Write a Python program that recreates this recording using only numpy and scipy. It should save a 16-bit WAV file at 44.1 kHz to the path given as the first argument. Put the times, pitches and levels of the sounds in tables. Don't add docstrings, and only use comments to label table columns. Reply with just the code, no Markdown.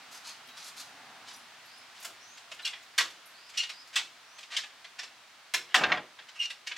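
import sys
import numpy as np
from scipy import signal
from scipy.fft import rfft, irfft
from scipy.io import wavfile
from scipy.ndimage import uniform_filter1d

SR = 44100
rng = np.random.default_rng(int(sys.argv[2]) if len(sys.argv) > 2 else 0)


def wrap_up_sound(samples):
    columns = np.atleast_2d(samples).T
    tamed = np.clip(columns, -1, 1)
    steps = np.round(tamed * 32767).astype(np.int16)
    wavfile.write(sys.argv[1], SR, steps)


N = 298909
RING = SR // 2
T = np.arange(RING) / SR

# frequency_hz, level_db
AIR_SPECTRUM = [(15, -50), (25, -53), (82, -17.5), (249, -14), (516, -11), (714, -3), (775, -4.5),
                (887, -3.5), (962, -3), (1440, -1.5), (2480, -3.5), (4250, -6), (9840, -20), (11900, -25),
                (16000, -28)]
# start_s, first_pitch_hz, level_db
WHISTLES = [(1.652, 4280, -60.5), (2.184, 5280, -59.5), (3.327, 4150, -60.5), (3.66, 4120, -55.5),
            (4.261, 5300, -63.5)]
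# start_s, length_s, level_db, brightness_db
SCUFFS = [(.1, 0.1, -50.5, 6.5), (.228, 0.11, -45.5, 1), (.55, 0.1, -48, 1), (.628, 0.078, -47.5, 6),
          (.75, 0.083, -45, 5), (1.251, 0.089, -49, -3)]
# start_s, pitch_hz, level_db
KEY_TINKS = [(.47, 11700, -64), (0.487, 3860, -50.5), (1.332, 10580, -58), (1.339, 5880, -50.5),
             (1.362, 10600, -57), (1.656, 11600, -64), (1.777, 10100, -64), (3.258, 11720, -55.5)]
# start_s, length_s, level_db, brightness_db
KEY_SLIDES = [(1.93, 0.14, -55.5, 6), (2.585, 0.026, -44, -11), (3.53, 0.044, -48, 1),
              (3.926, .036, -43.5, 3), (4.498, 0.064, -39.5, -0.5), (5.68, 0.073, -51.5, -12),
              (6.28, 0.021, -47.5, 0.5), (6.345, .035, -52, 1)]
# start_s, length_s, settled_pitch_hz, level_db, dying_away_db, first_roughness (0-1)
SQUEAKS = [(2.628, .014, 3920, -48, -4, 0), (2.646, 0.028, 2780, -27.5, 12, 0.43),
           (3.57, 0.055, 2838, -23, 14.5, .3), (4.562, 0.017, 3090, -23.5, 11, 0.45),
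           (6.358, 0.027, 2680, -44.5, 4, 0), (6.39, .07, 2810, -25, 10, 0.01)]
# start_s, level_db, door_panel_share_db, brightness_db
CLICKS = [(2.003, -49, 4, 26), (2.027, -46.5, 9, 17.5), (2.048, -37.5, 11, 11), (2.375, -48.5, -4, 5),
          (2.516, -40.5, 5, 2), (2.671, -34.5, -5, 4), (2.733, -40, -0.5, -16), (3.495, -49.5, -7, 7.5),
          (3.632, -36, -5, 0), (3.695, -38, -1, 2), (4.385, -46, 1, 2.5), (4.43, -46.5, -23, -3),
          (4.583, -36.5, 1.5, 4.5), (4.635, -41.5, 3, -3), (4.845, -45.5, 1, -2), (4.99, -35.5, -5, 0),
          (5.032, -41.5, 3, 3.5), (6.189, -45, 9, -12), (6.503, -37.5, -4, 3), (6.671, -34.5, -5.5, 0),
          (6.714, -35.5, -4.5, -13), (6.765, -40, 1, 0)]
# start_s, level_db, door_panel_share_db, brightness_db, rebound_db, plate_ring_db
SNAPS = [(2.983, -21.5, -5, 2.5, -5.5, -7), (3.961, -24, -8, 0.5, -8, -11),
         (5.5413, -24, 1.5, 2.5, -34, -24), (5.756, -23, 6, 1.5, -11, -15)]
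# start_s, level_db, brightness_db
KNOCKS = [(5.7437, -16.5, 4.5), (5.837, -20.5, -5), (5.919, -20.5, -6), (5.973, -34.5, -9)]
# frequency_hz, level_db, t60_s
LOCK_MODES = [(1254, -22, 0.073), (1599, -19, 0.45), (1860, -16, 0.56), (2250, -5, 0.033),
              (2430, -18.5, 0.051), (3130, 2, 0.3), (2820, -16, 0.04), (3490, 12, 0.13), (3423, 32, 0.056),
              (3600, -30, .11), (4230, -34, 0.066), (5100, 0, 0.1), (5500, 27, 0.091), (6560, -39, .17),
              (6850, -5, 0.038), (6950, -14, 0.4)]
# frequency_hz, level_db, t60_s
PLATE_MODES = [(941, -15, .08), (1102, -5, 0.052), (1218, -5, .08), (1550, -4, .06), (1933, -1, 0.092)]
# frequency_hz, level_db, t60_s
DOOR_MODES = [(150, -18, .6), (223, -7.5, 0.96), (350, -18, 0.4), (640, -23, 0.15), (735, 7.5, 0.43),
              (770, -4.5, 0.66), (836, 9, 0.27), (1022, 14.5, 0.13), (1200, 4, 0.33), (1410, -14, 0.17),
              (1550, -4, 0.27), (1600, 6.5, 0.23), (1680, 11, 0.093), (2110, -19, 0.22), (2340, -17, .15),
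              (2670, -20, .2), (3200, -17, .18)]
# frequency_hz, level_db
LOCK_COLOUR = [(60, -52), (200, -64), (450, -17.5), (780, -10), (1100, -5.5), (1900, 0.5), (3100, 2),
               (4800, -4), (7500, -12.5), (9500, -23.5), (12500, -32), (16000, -72)]
# frequency_hz, level_db
DOOR_COLOUR = [(25, -35), (70, -33), (150, -54), (350, -8.5), (900, -2), (1700, 3.5), (3000, -1.5),
               (4500, -11.5), (7500, -24.5), (10000, -42), (16000, -62)]
# frequency_hz, level_db
SOLE_COLOUR = [(100, -40), (500, -16), (1000, 3.5), (2000, -0.5), (4200, 6), (6500, 0.5), (9000, -8),
               (12000, -15), (16000, -34)]
# delay_s, gain
ECHOES = [(.0031, 0.79), (.0062, 0.95), (.0112, 0.35)]
# frequency_hz, gain_db
SIDE_WIDTH = [(100, -35), (300, -12), (700, -10.5), (1400, -9.5), (2800, -7), (5600, -3), (12000, -1)]

AIR_DB, AIR_FALL_DB_PER_S, AIR_TREBLE_DB = -52, 0.6, -0.5
MOTOR_FIRST_HZ, MOTOR_LAST_HZ, MOTOR_SLOWING_S, HUM_DB, HUM_FALL_DB_PER_S = 130, 88, 2.3, -80, 2
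ROAD_FIRST_DB, ROAD_FALL_DB_PER_S, ROAD_REST_DB = -57.5, 4.5, -74.5
SWELL_AT_S, SWELL_S, SWELL_DB = 1.14, .33, 8.5
WHISTLE_S, WHISTLE_RISE = .185, 1.23
JOSTLE_S = 0.0064
SLIP_ATTACK_S, SLIP_RELEASE_S, SLIP_SHARP, SLIP_SETTLE_S, FRAY_PER_S = 0.0046, 0.0027, 0.042, 0.006, 8.2
CLICK_RATTLE_S = 0.0041
SLACK_LEAD_S, SLACK_S, SLACK_DB = .007, 0.013, -7.5
FIDDLE_FROM_S, FIDDLE_TO_S, FIDDLE_COUNT, FIDDLE_DB = 1.95, 4.5, 7, -55
RELEASE_LEAD_S, RELEASE_DB, RELEASE_BRIGHT_DB, RELEASE_RATTLE_S = .0033, -4, 7, 0.0025
SNAP_RATTLE_S, REBOUND_S, REBOUND_RATTLE_S, REBOUND_BODY_DB = 0.0041, 0.021, 0.0065, 7
KNOCK_BODY_DB, KNOCK_RATTLE_S = -5, 0.0019
GRAZE_LEAD_S, GRAZE_DB, GRAZE_BODY_DB, GRAZE_RATTLE_S = .023, -10, 9, 0.0043
CHATTER_AT_S, CHATTER_S, CHATTER_DECAY_S = 5.788, .18, .14
CHATTER_PER_S, CHATTER_DB, CHATTER_BODY_DB = 500, -26, 9
TOP_HZ = 15850


def undb(db):
    return 10 ** (np.asarray(db) / 20)


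def unit(x):
    return x / np.sqrt(np.sum(x ** 2) + 1e-18)


def fade(t60):
    return np.exp(-np.log(1000) * T / t60)


def walk(count, rate):
    step = max(int(SR / rate), 1)
    held = np.repeat(rng.standard_normal(count // step + 1), step)
    return uniform_filter1d(held, step)[:count]


def colour(x, points, body_db=0, bright_db=0):
    size = 4096
    hz = np.maximum(np.arange(size // 2 + 1) * SR / size, 1)
    point_hz, point_db = np.transpose(points)
    db = np.interp(np.log(hz), np.log(point_hz), point_db)
    db = db + body_db / (1 + (hz / 1500) ** 4)
    db = db + bright_db * np.log10(1 + (hz / 4200) ** 4)
    cepstrum = irfft(np.log(undb(db)))
    cepstrum[1:size // 2] *= 2
    cepstrum[size // 2 + 1:] = 0
    response = irfft(np.exp(rfft(cepstrum)))
    return signal.fftconvolve(x, response)[:len(x)]


def ring(modes):
    total = np.zeros(RING)
    for hz, db, t60 in modes:
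        gain = undb(db + 1.14 * rng.standard_normal()) * rng.choice([-1, 1])
        total += gain * fade(t60) * np.cos(2 * np.pi * hz * T)
    return unit(total)


def porch(x, near_db=1, near_t60=0.31, far_db=-9, far_t60=0.28, side_db=-7):
    near, far = (1 - np.exp(-T / 0.0013)) * rng.standard_normal((2, 2, RING))
    mid, side = (undb(near_db) * unit(a * fade(near_t60)) + undb(far_db) * unit(b * fade(far_t60))
                 for a, b in zip(near, far))
    mid[0] += 1
    for delay, gain in ECHOES:
        mid[int(delay * SR * (1 + .04 * rng.standard_normal()))] += gain
    size = np.sqrt(np.sum(side ** 2) / np.sum(mid ** 2))
    ahead = unit(signal.fftconvolve(x, mid))
    around = undb(side_db) * size * unit(signal.fftconvolve(x, side))
    return np.array([ahead, around])


def add(out, s, x):
    i = max(int(s * SR), 0)
    out[:, i:i + x.shape[1]] += x[:, :max(N - i, 0)]


def blow(db):
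    return undb(db) * np.sqrt(SR / 50)


def contact(rattle_s, bounce_db=0, rate=900):
    rattle_s = max(rattle_s, .001)
    impacts = (rng.random(RING) < rate / SR) * rng.choice([-1, 1], RING)
    bounces = impacts * np.exp(-T / rattle_s) * (1 - np.exp(-2 * T / rattle_s))
    push = undb(bounce_db) * np.sqrt(rattle_s / 0.014) * unit(bounces)
    push[0] += 1
    return push


def strike(push, points, modes, body_db, bright_db, ring_db, dense_db, dense_t60):
    buzz = unit(rng.standard_normal(RING) * fade(dense_t60))
    crack = colour(unit(push) + undb(dense_db) * buzz, points)
    damped = [(hz, db, t60 / 2) for hz, db, t60 in modes]
    rung = signal.fftconvolve(push, ring(damped))[:RING]
    both = unit(crack) + undb(ring_db) * unit(rung)
    return unit(colour(both, [(1, 0)], body_db, bright_db))


def panel(t60, top_hz):
    hum = rng.standard_normal(RING) * fade(t60) * (1 - np.exp(-T / 0.013))
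    points = [(25, -32), (45, -25), (75, -11), (160, -4), (top_hz, 0), (1300, -10), (4000, -45), (12000, -80)]
    return unit(colour(hum, points))


def rub(strokes, points, grain_db):
    out = np.zeros((2, N))
    for s, length, db, bright_db in strokes:
        count = int(length * SR)
        grain = undb(grain_db * walk(count, 500))
        grit = rng.standard_normal(count) * grain * signal.windows.tukey(count, .5)
        add(out, s, undb(db) * np.sqrt(count) * porch(colour(grit, points, 0, bright_db), side_db=-2.5))
    return out


def lock_hit(db, body_db, bright_db, rattle_s, panel_db=-29):
    push = contact(rattle_s, bounce_db=10.5, rate=4000)
    hit = strike(push, LOCK_COLOUR, LOCK_MODES, body_db, bright_db,
                 ring_db=-13, dense_db=-14.5, dense_t60=0.033)
    sound = hit + undb(panel_db + body_db) * panel(t60=0.6, top_hz=505)
    return blow(db) * porch(sound, near_db=2.5, near_t60=0.18, far_db=-4.5, far_t60=0.35, side_db=-5.5)


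def door_hit(push, db, body_db, bright_db, panel_db):
    hit = strike(push, DOOR_COLOUR, DOOR_MODES, body_db, bright_db,
                 ring_db=-7.0, dense_db=-9.0, dense_t60=0.18)
    sound = hit + undb(panel_db) * panel(t60=0.33, top_hz=670)
    return blow(db) * porch(sound, near_db=2.5, near_t60=0.064, far_db=-4.5, far_t60=0.25, side_db=-9)


def outdoors(road_hz=770):
    t = np.arange(N) / SR
    gain = undb(AIR_DB - AIR_FALL_DB_PER_S * t + 0.1 * walk(N, 24)) * np.sqrt(N)
    noises = [unit(colour(rng.standard_normal(N), AIR_SPECTRUM, 0, AIR_TREBLE_DB)) for _ in range(2)]
    wash = gain * np.array(noises)

    road_db = np.maximum(ROAD_FIRST_DB - ROAD_FALL_DB_PER_S * t, ROAD_REST_DB)
    road_db = road_db + SWELL_DB * np.exp(-((t - SWELL_AT_S) / SWELL_S) ** 2)
    road_points = [(60, -35), (130, -9), (200, -9), (260, 1), (330, -12), (600, -8), (road_hz, 4),
                   (950, -2), (1300, -1), (3000, -12), (8000, -40)]
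    road = undb(road_db) * np.sqrt(N) * unit(colour(rng.standard_normal(N), road_points))

    hz = MOTOR_LAST_HZ + (MOTOR_FIRST_HZ - MOTOR_LAST_HZ) * np.exp(-t / MOTOR_SLOWING_S)
    phase = 2 * np.pi * np.cumsum(hz * (1 + 0.029 * walk(N, 25.15))) / SR
    hum = undb(HUM_DB - HUM_FALL_DB_PER_S * t + walk(N, 31)) * np.sin(phase)
    wash[0] += road + hum
    return wash


def bird():
    out = np.zeros((2, N))
    u = np.linspace(0, 1, int(WHISTLE_S * SR))
    for s, first_hz, db in WHISTLES:
        slur = WHISTLE_RISE + (1 - WHISTLE_RISE) * (1 - u) ** 2
        hz = first_hz * slur * (1 + .045 * walk(len(u), 1200))
        call = np.sin(2 * np.pi * np.cumsum(hz) / SR) * signal.windows.tukey(len(u), .3)
        add(out, s, undb(db) * np.sqrt(len(u)) * porch(call, far_db=-9, far_t60=1.0, side_db=2))
    return out


def steps():
    return rub(SCUFFS, SOLE_COLOUR, grain_db=4)


def keys(t60=0.048, tick_db=-7):
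    out = rub(KEY_SLIDES, LOCK_COLOUR, grain_db=5)
    for s, hz, db in KEY_TINKS:
        modes = [(hz, 0, t60), (hz * 0.83, -3, t60), (hz * 0.69, -11, t60)]
        tick_noise = rng.standard_normal(RING) * fade(0.0071)
        tick = unit(colour(tick_noise, [(hz / 4, -25), (hz, 0), (2 * hz, -18)]))
        response = ring(modes) + undb(tick_db) * tick
        jingle = signal.fftconvolve(contact(JOSTLE_S, bounce_db=1), response)[:RING]
        add(out, s, blow(db) * porch(unit(jingle)))
    return out


def squeaks(jitter=0.037, half_db=-3, grit_db=-7, overtones_db=(0, -19, -29, -39),
            tick_db=2, tick_lag_s=0.0055, flutter_db=2.0):
    out = np.zeros((2, N))
    for s, length, pitch_hz, level_db, dying_db, first_rough in SQUEAKS:
        t = np.arange(0, length, 1 / SR)
        rough = np.clip(first_rough + FRAY_PER_S * t, 0, 1)
        gain = undb(level_db - dying_db * t / length + flutter_db * walk(len(t), 170))
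        gain = gain * np.minimum(t / SLIP_ATTACK_S, 1) * np.minimum((length - t) / SLIP_RELEASE_S, 1)

        hz = pitch_hz * (1 + SLIP_SHARP * np.exp(-t / SLIP_SETTLE_S))
        hz = hz * (1 + (0.02 + jitter * rough) * walk(len(t), 1500))
        phase = 2 * np.pi * np.cumsum(hz) / SR
        tone = sum(undb(db) * np.sin((k + 1) * phase) for k, db in enumerate(overtones_db))
        halves = .2 * np.sin(phase / 2) + np.sin(3 * phase / 2)
        halves = halves + .8 * np.sin(2 * phase) + .4 * np.sin(5 * phase / 2)
        grit = unit(colour(rng.standard_normal(len(t)), LOCK_COLOUR, -13, 0.67)) * np.sqrt(len(t))

        slip = gain * (tone + undb(half_db) * rough ** 2 * halves + undb(grit_db) * rough * grit)
        heard = porch(slip, near_db=6.5, near_t60=0.028, far_db=2.5, far_t60=0.24)
        add(out, s, heard * np.sqrt(np.sum(gain ** 2)))
        tick = lock_hit(level_db + tick_db, body_db=-23, bright_db=2, rattle_s=.0025)
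        add(out, s + tick_lag_s, first_rough * tick)
    return out


def lock():
    slack = [(s - SLACK_LEAD_S, SLACK_S, db + SLACK_DB, bright_db) for s, db, _, bright_db in CLICKS]
    out = rub(slack, LOCK_COLOUR, grain_db=1)
    for s, db, body_db, bright_db in CLICKS:
        add(out, s, lock_hit(db, body_db, bright_db, CLICK_RATTLE_S))
    for s in rng.uniform(FIDDLE_FROM_S, FIDDLE_TO_S, FIDDLE_COUNT):
        add(out, s, lock_hit(FIDDLE_DB, body_db=-1, bright_db=10, rattle_s=CLICK_RATTLE_S))
    return out


def latch():
    out = np.zeros((2, N))
    for s, db, body_db, bright_db, rebound_db, plate_db in SNAPS:
        release = lock_hit(db + RELEASE_DB, body_db, bright_db + RELEASE_BRIGHT_DB, RELEASE_RATTLE_S)
        landing = lock_hit(db, body_db, bright_db, SNAP_RATTLE_S)
        plate = porch(ring(PLATE_MODES), near_db=2.5, near_t60=0.17, far_db=2, far_t60=0.27)
        rebound = lock_hit(db + rebound_db, body_db + REBOUND_BODY_DB, bright_db, REBOUND_RATTLE_S)
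        add(out, s - RELEASE_LEAD_S, release)
        add(out, s, landing)
        add(out, s, blow(db + plate_db) * plate)
        add(out, s + REBOUND_S, rebound)
    return out


def door():
    out = np.zeros((2, N))
    for s, db, bright_db in KNOCKS:
        push = contact(KNOCK_RATTLE_S, bounce_db=9, rate=3000)
        add(out, s, door_hit(push, db, KNOCK_BODY_DB, bright_db, panel_db=-18))
    for s, db, _ in KNOCKS[1:]:
        push = contact(GRAZE_RATTLE_S, bounce_db=5, rate=2400)
        graze = door_hit(push, db + GRAZE_DB, GRAZE_BODY_DB, bright_db=1, panel_db=-3.5)
        add(out, s - GRAZE_LEAD_S, graze)
    impacts = (rng.random(RING) < CHATTER_PER_S / SR) * rng.standard_normal(RING)
    chatter = impacts * np.exp(-T / CHATTER_DECAY_S) * (T < CHATTER_S)
    add(out, CHATTER_AT_S, door_hit(chatter, CHATTER_DB, CHATTER_BODY_DB, bright_db=3, panel_db=-7))
    return out


def scene():
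    mid, side = outdoors() + bird() + steps() + keys() + squeaks() + lock() + latch() + door()
    side = colour(side, SIDE_WIDTH)
    left = (mid + side) * undb(-0.92)
    right = (mid - side) * undb(-0.67)
    return np.array([left, right])


def record(dry):
    low_pass = signal.ellip(10, .2, 70, TOP_HZ, fs=SR, output="sos")
    return signal.sosfilt(low_pass, dry)


dry = scene()
out = record(dry)
wrap_up_sound(out)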